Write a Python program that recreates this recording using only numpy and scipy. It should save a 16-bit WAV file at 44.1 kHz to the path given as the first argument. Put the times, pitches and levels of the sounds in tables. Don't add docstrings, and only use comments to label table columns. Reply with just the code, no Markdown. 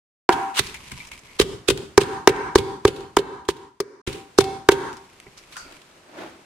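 import sys
import numpy as np
from scipy import signal
from scipy.fft import rfft, irfft, next_fast_len
from scipy.io import wavfile
from scipy.ndimage import uniform_filter1d

SR = 44100
rng = np.random.default_rng(int(sys.argv[2]) if len(sys.argv) > 2 else 0)


def int16_out(signal):
    q = np.round(np.clip(np.atleast_2d(signal).T, -1, 1) * 32767)
    wavfile.write(sys.argv[1], SR, q.astype(np.int16))


N = 284445

# (time [s], boom [dB], clay ring [dB], wood clack [dB], table thud [dB], contact [ms],
# room send [dB], crush [dB], crush left over right [dB])
BLOWS = [(0.2919, -6, 0, -4, -37.5, 0.51, 20, -26, -4.5),
         (.594, -18.5, -29, -21.5, -22, 1.05, 12.5, -3, -8),
         (.918, -48.5, -58, -48, -34, 0.9, 7.5, -30.5, 2),
         (1.399, -1, -32, -24.5, -11.5, 1.13, 14, -6.5, 0),
         (1.687, -4, -36, -29, -11.5, 1.1, 16.5, -10, -7),
         (1.9784, 10.5, 4.5, 7, -7.5, 0.47, 8.5, -0.5, -2.5),
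         (2.274, 12.5, 3.5, 11, -2.5, 0.12, 6, -4.5, 22.5), (2.5568, 7, -10, -1.5, -5, .6, 13.5, -4, -3.5),
         (2.852, 9, -2.5, 1, -6, 0.46, 7.5, -10, -1), (3.1689, 14, -1, 16, -1.5, 0.4, 3.5, 0, 7),
         (3.4884, 9.5, -11, -0.5, -10, 0.51, 10.5, -3, -2), (3.803, 19, -10, 1, -6, 0.23, 13, 8.5, 9.5),
         (4.074, -15.5, -26.5, -29, -16, .85, 25.5, -19.5, 6),
         (4.387, 9.5, -3.5, -3, -8.5, 0.95, 10.5, -4, -3), (4.6889, 12.5, -0.2, 8.5, -14, 0.32, 6.5, -5, 2),
         (5.265, -45, -47.5, -55.5, -49, .74, 6, -61, -3)]
# (time [s], boom [dB], clay ring [dB], crush [dB], crush left over right [dB])
REBOUNDS = [(0.329, -43, -27, -10, -2.5), (1.416, -4, -34, -1, -1.5), (1.705, -3, -27.5, -2.5, 7.5),
            (2.015, 3, -5, 2.5, -1.5), (2.295, 10.5, -8, 3.5, -0.5), (2.587, 0, -5.5, -1, -4),
            (2.881, 5, -17, 1, 0.5), (3.191, 15.5, 3.5, 6, -4.5), (3.503, -10.5, -35, 2.5, -4),
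            (4.410, -12, 0.5, -1, 6.5), (4.721, 8.5, -4, 4.5, -2.5)]
# (pitch [Hz], level [dB], t60 [s])
HOLLOW_MODES = [(406.6, 3, 0.047), (390.9, -14.5, 0.23), (401, -20.5, 0.27), (520, -16.5, 0.048),
                (680, -35.5, .025)]
CLAY_MODES = [(782, -10.5, 0.27), (716, -24.5, 0.17), (2200, -17, 0.22), (2660, -18, .15), (4900, -27, .06)]
WOOD_MODES = [(923.5, -14.5, 0.15), (988, 4, 0.027), (1095, -6, 0.036), (1225, -3, 0.019),
              (1387, -5, 0.033), (1585, 5, 0.017), (1823, -1.5, 0.015), (2026, -9.5, 0.048),
              (2254, -11, 0.078), (3535, -19.5, 0.01), (4200, -18, 0.01)]
# (peak time [s], level [dB], attack [ms], decay [ms], centre [Hz])
CRUNCHES = [(.3, -22.5, 2.7, 70, 2500), (.593, -11, 17, 8.4, 3030), (.669, -25.5, 2.8, 3.5, 4000),
            (.743, -31.5, .64, 7.7, 2520), (.867, -55, 2.5, 3.8, 7450), (1.001, -44.5, 5.6, 11, 3540),
            (1.071, -41, 1.16, 5.6, 6900), (1.117, -33, 1.67, 3.6, 2600), (1.135, -42, 1.4, 7.4, 3100),
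            (1.193, -43.5, 2.5, 3.3, 6500), (1.27, -48.5, 1.1, 4.7, 3500), (1.775, -20.5, 0.7, 4, 3270),
            (2.035, -8, .6, 1.4, 4140), (2.363, -21, 0.84, 2.2, 2940), (2.963, -25, 2.1, 7.3, 3500),
            (3.006, -34, 1.6, 2.9, 3520), (3.452, -43, 1, 9.6, 3000), (3.567, -20, 1, 5.3, 3520),
            (4.078, -20.5, 6.7, 45, 2780), (4.129, -21.5, 2.1, 4.7, 3930), (4.442, -15, 2.6, 5.8, 4000),
            (4.93, -38.5, 1.04, 1.5, 5760), (4.969, -43, 1.2, 8.1, 4290), (5.201, -40, .32, 2, 2310),
            (5.376, -42, 0.81, 15, 5000), (5.523, -42, .9, 26, 3580), (5.568, -28.5, 1.84, 4.6, 1355),
            (5.578, -41, 9.8, 41, 6250), (5.724, -44.5, 3.1, 3.1, 3650), (5.771, -48, 1.35, 2.5, 2090),
            (5.818, -43.5, 2.14, 2.6, 3470), (5.913, -52, 1.8, 1.8, 4000), (6.177, -55, 2.1, 13, 2500)]
# (time [s], level [dB], decay [ms], pitch [Hz])
SQUEAKS = [(.748, -36, 16.2, 2240), (1.003, -34, 14, 2285), (1.12, -41, 22, 2300), (1.286, -50, 52, 2180),
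           (5.267, -43, 7.5, 2140), (5.568, -39, 70, 1390), (5.575, -46.5, 79, 4660), (5.663, -54, 19, 393)]
# (time [s], level [dB])
DRAGS = [
    [(0.62, -27), (0.74, -47), (0.968, -43.5), (1.26, -49), (1.39, -51.5)],
    [(4.92, -49), (5.042, -60.5), (5.32, -58), (5.596, -50), (5.678, -50.5), (5.856, -58), (6.112, -90),
     (6.27, -52.5), (6.45, -73)],
]
# (peak time [s], level [dB], swell [dB/s], fade [dB/s])
BRUSHINGS = [(5.672, -46, 300.5, 133), (5.96, -63, 45, 302), (6.214, -35, 131, 100)]
# (frequency [Hz], level [dB])
THUD_EQ = [(25, -23.5), (55, -3), (110, -2.5), (143, 1), (185, -5), (260, -10.5), (400, -34),
           (16000, -81.5)]
CRUNCH_EQ = [(100, -27), (500, -17.5), (1200, -3.5), (3200, -10.5), (6000, -11), (9000, -12),
             (12000, -21.5), (16000, -29)]
DRAG_EQ = [(60, 6.5), (250, 0.5), (600, -29), (985, 3), (1400, -11.5), (2280, 3.5), (3600, -4.5),
           (8500, -10), (12500, -16.5), (16000, -45.5)]
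BRUSH_EQ = [(35, -69), (60, -31.5), (354, 1), (427, -11), (579, -4), (991, -9), (1660, -13), (3850, -22),
            (16000, -45)]
AIR_EQ = [(15, -30), (25, -12), (153, -3.5), (236, -5.5), (384, -1), (476, -5), (1440, -7), (8360, -18.5),
          (14400, -32.5), (16000, -49)]
# (frequency [Hz], t60 [s])
ROOM_T60 = [(60, 0.76), (400, 0.24), (1000, 0.47), (2500, 0.32), (6000, 0.38), (14000, 0.3)]
# (frequency [Hz], likeness [0-1])
STEREO_LIKENESS = [(60, 0.97), (170, 0.85), (400, 0.9), (1200, 0.12), (2500, 0.3), (5000, 0.0088),
                   (14000, 0.046)]

TIME = np.arange(N) / SR


def pestle():
    knock, sends, thuds = np.zeros(N), np.zeros((3, N)), np.zeros((2, N))
    t = np.arange(SR // 3) / SR
    for k, (s, boom_db, clay_db, wood_db, thud_db, contact_ms, send_db) in enumerate(landings()):
        push = t[:200] * np.exp(-t[:200] * 5000 / contact_ms)
        bowl = amp(boom_db) * ring(HOLLOW_MODES, t) + amp(clay_db) * ring(CLAY_MODES, t)
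        wood = amp(wood_db) * ring(WOOD_MODES, t)
        boom, clack = signal.oaconvolve([bowl, wood], [push / push.sum()], axes=1)
        add(knock, s, boom + amp(0.5) * clack)
        add(sends[k % 3], s, amp(send_db) * (boom + clack))
        thud, lead_s = table_thud(thud_db)
        add(thuds, s + .004 - lead_s, thud)
    thuds[0] = np.roll(thuds[0], round(.00038 * SR))
    return knock, sends, thuds


def landings(contact_ms=.45, send_db=9.5):
    rebounds = [(s, boom, clay, clay - 12.5, .23 * boom - 12.5, contact_ms, send_db)
                for s, boom, clay, _, _ in REBOUNDS]
    return sorted([row[:7] for row in BLOWS] + rebounds)


def ring(modes, t):
    hz, db, t60 = np.transpose(modes)[:, :, None]
    shift_db = rng.normal(0, 1.5, db.shape)
    detune = rng.normal(1, .004, hz.shape)
    return (amp(db + shift_db - 60 * t / t60) * np.sin(2 * np.pi * hz * detune * t)).sum(0)


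def table_thud(db):
    envelope, lead_s = burst(1.8, 23, tail_db=-17.5, tail_ms=70)
    shake = stereo(rng.standard_normal((2, len(envelope))), lambda hz: curve(THUD_EQ, hz))
    return amp(db) * pan(-1.5) * envelope * shake, lead_s


def spice():
    out = np.zeros((2, N))
    for s, db, attack_ms, decay_ms, centre_hz, pan_db in crushes():
        envelope, lead_s = burst(attack_ms, decay_ms, tail_db=-16.5)
        crunch = stereo(grit(len(envelope), depth_db=2.5, grain_samples=25),
                        lambda hz: curve(CRUNCH_EQ, hz) + bell_db(hz, centre_hz))
        add(out, s - lead_s, amp(db) * pan(pan_db) * envelope * crunch)
    return out


def crushes(clack_db_per_octave=53):
    blows = [(s + .0012, db, 3.6 * contact_ms, 4.2, 4850 * 2 ** (wood_db / clack_db_per_octave), pan_db)
             for s, _, _, wood_db, _, contact_ms, _, db, pan_db in BLOWS]
    rebounds = [(s - .0012, db, 6.5, 5.2, 3330, pan_db) for s, _, _, db, pan_db in REBOUNDS]
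    loose = [(*row, rng.normal(-.1, 1.5)) for row in CRUNCHES]
    return blows + rebounds + loose


def squeaks():
    out = np.zeros((2, N))
    for s, db, decay_ms, pitch_hz in SQUEAKS:
        envelope, lead_s = burst(.17 * decay_ms, decay_ms)
        half_width_hz = .06 * pitch_hz
        squeak = stereo(grit(len(envelope), depth_db=2.5, grain_samples=84),
                        lambda hz: -20 * np.log10(1 + ((hz - pitch_hz) / half_width_hz) ** 2))
        add(out, s - lead_s, amp(db) * envelope * squeak)
    return out


def drag():
    clumps = flicker(N, depth_db=2.5, grain_samples=900)
    paste = stereo(clumps * grit(N, depth_db=3.5, grain_samples=40), lambda hz: curve(DRAG_EQ, hz))
    strokes = sum(amp(np.interp(TIME, *np.transpose(stroke), left=-200, right=-200)) for stroke in DRAGS)
    return paste * strokes


def brushing():
    swells = sum(amp(db + np.minimum(swell * (TIME - s), fade * (s - TIME)))
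                 for s, db, swell, fade in BRUSHINGS)
    return swells * stereo(grit(N, depth_db=1.86, grain_samples=330), lambda hz: curve(BRUSH_EQ, hz))


def room_tail():
    slots = np.arange(200, SR - 20, 20)
    arrivals = slots + rng.integers(0, 20, (2, len(slots)))
    taps = np.zeros((2, SR))
    np.put_along_axis(taps, arrivals, rng.choice([-1., 1.], arrivals.shape), 1)
    hz, t, bands = signal.stft(stereo(taps, np.zeros_like), SR, nperseg=512)
    decay = amp(-60 * t / curve(ROOM_T60, hz)[:, None])
    tail = signal.istft(bands * decay, SR, nperseg=512)[1]
    return tail / np.linalg.norm(tail[0])


def kitchen_air():
    return amp(-53.5) * stereo(grit(N, depth_db=.8, grain_samples=2000), lambda hz: curve(AIR_EQ, hz))


def burst(attack_ms, decay_ms, tail_db=-90, tail_ms=18):
    ms = np.arange(-3 * attack_ms, 6 * decay_ms + 4 * tail_ms, 1000 / SR)
    dying = np.exp(-ms / decay_ms) + amp(tail_db) * np.exp(-ms / tail_ms)
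    return np.where(ms < 0, np.exp(1.22 * ms / attack_ms), dying), -ms[0] / 1000


def grit(size, depth_db, grain_samples):
    return flicker(size, depth_db, grain_samples) * rng.standard_normal((2, size))


def flicker(size, depth_db, grain_samples):
    return amp(depth_db * unit_rms(uniform_filter1d(rng.standard_normal(size), grain_samples)))


def stereo(noises, eq_db):
    length = noises.shape[1]
    size = next_fast_len(length + 256)
    hz = np.fft.rfftfreq(size, 1 / SR)
    left, other = rfft(noises, size)
    likeness = curve(STEREO_LIKENESS, hz)
    right = likeness * left + np.sqrt(1 - likeness ** 2) * other
    return unit_rms(irfft(np.array([left, right]) * amp(eq_db(hz)), size)[:, :length])


def bell_db(hz, centre_hz, boost_db=9, octaves=.5):
    return boost_db * np.exp(-(np.log2(hz / centre_hz + 1e-9) / octaves) ** 2)


def curve(points, hz):
    point_hz, values = np.transpose(points)
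    return np.interp(np.log(hz + 1), np.log(point_hz + 1), values)


def amp(db):
    return 10 ** (np.asarray(db) / 20)


def pan(db):
    return amp([[db / 2], [-db / 2]])


def unit_rms(x):
    return x / np.sqrt(np.mean(x ** 2) + 1e-20)


def add(mix, s, sound):
    part = mix[..., max(round(s * SR), 0):][..., :sound.shape[-1]]
    part += sound[..., :part.shape[-1]]


def lag(x, seconds):
    pole = np.exp(-1 / (seconds * SR))
    return signal.lfilter([1 - pole], [1, -pole], x)


def duck(dry, threshold_db=-24.5, slope=.62, hold_s=.022):
    power_db = 10 * np.log10(lag((dry ** 2).mean(0), .0016) + 1e-12)
    release_db = 277 * TIME
    peak_db = np.maximum.accumulate(power_db + release_db) - release_db
    over_db = np.maximum(peak_db - threshold_db, 0)
    held_db = np.maximum(over_db, np.roll(over_db, round(hold_s * SR)))
    return dry / amp(slope * lag(held_db, .0054))


def fader(open_s=.29, sink_s=2.17, mute_s=4.016, reopen_s=4.066, full_s=4.36, end_s=6.5):
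    down_db = -21.5 * np.clip((TIME - sink_s) / (mute_s - sink_s), 0, 1) ** 2.29
    up_db = -7.5 * np.clip((full_s - TIME) / (full_s - reopen_s), 0, 1)
    sinking = amp(down_db) * (TIME > open_s) * (TIME < mute_s)
    rising = amp(up_db) * (TIME > reopen_s) * (TIME < end_s)
    return uniform_filter1d(sinking + rising, size=45)


def scene(dip_hz=622, dip_width_hz=101):
    knock, sends, thuds = pestle()
    crackle = spice() + squeaks()
    turns = TIME / .012 + np.arange(3)[:, None] / 3
    sends = sends + amp(-2) * crackle.mean(0) * np.cos(np.pi * turns)
    room = sum(signal.oaconvolve(send[None], room_tail(), axes=1)[:, :N] for send in sends)
    direct = np.array([amp(2.5) * np.roll(knock, 2), amp(5.5) * knock])
    low_cut = signal.butter(4, 300, "high", fs=SR, output="sos")
    dip = signal.iirnotch(dip_hz, dip_hz / dip_width_hz, SR)
    mortar = signal.lfilter(*dip, signal.sosfilt(low_cut, direct + amp(-14) * room))
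    return mortar + thuds + crackle + drag() + brushing() + kitchen_air()


def record(dry, high_cut_hz=16300):
    centred = signal.lfilter([1, -1], [1, -.999], duck(dry))
    faded = np.clip(centred, -.96, .96) * fader()
    high_cut = signal.firwin(255, high_cut_hz, window=("kaiser", 8), fs=SR)
    return signal.oaconvolve(faded, high_cut[None], "same")


dry = scene()
out = record(dry)
int16_out(out)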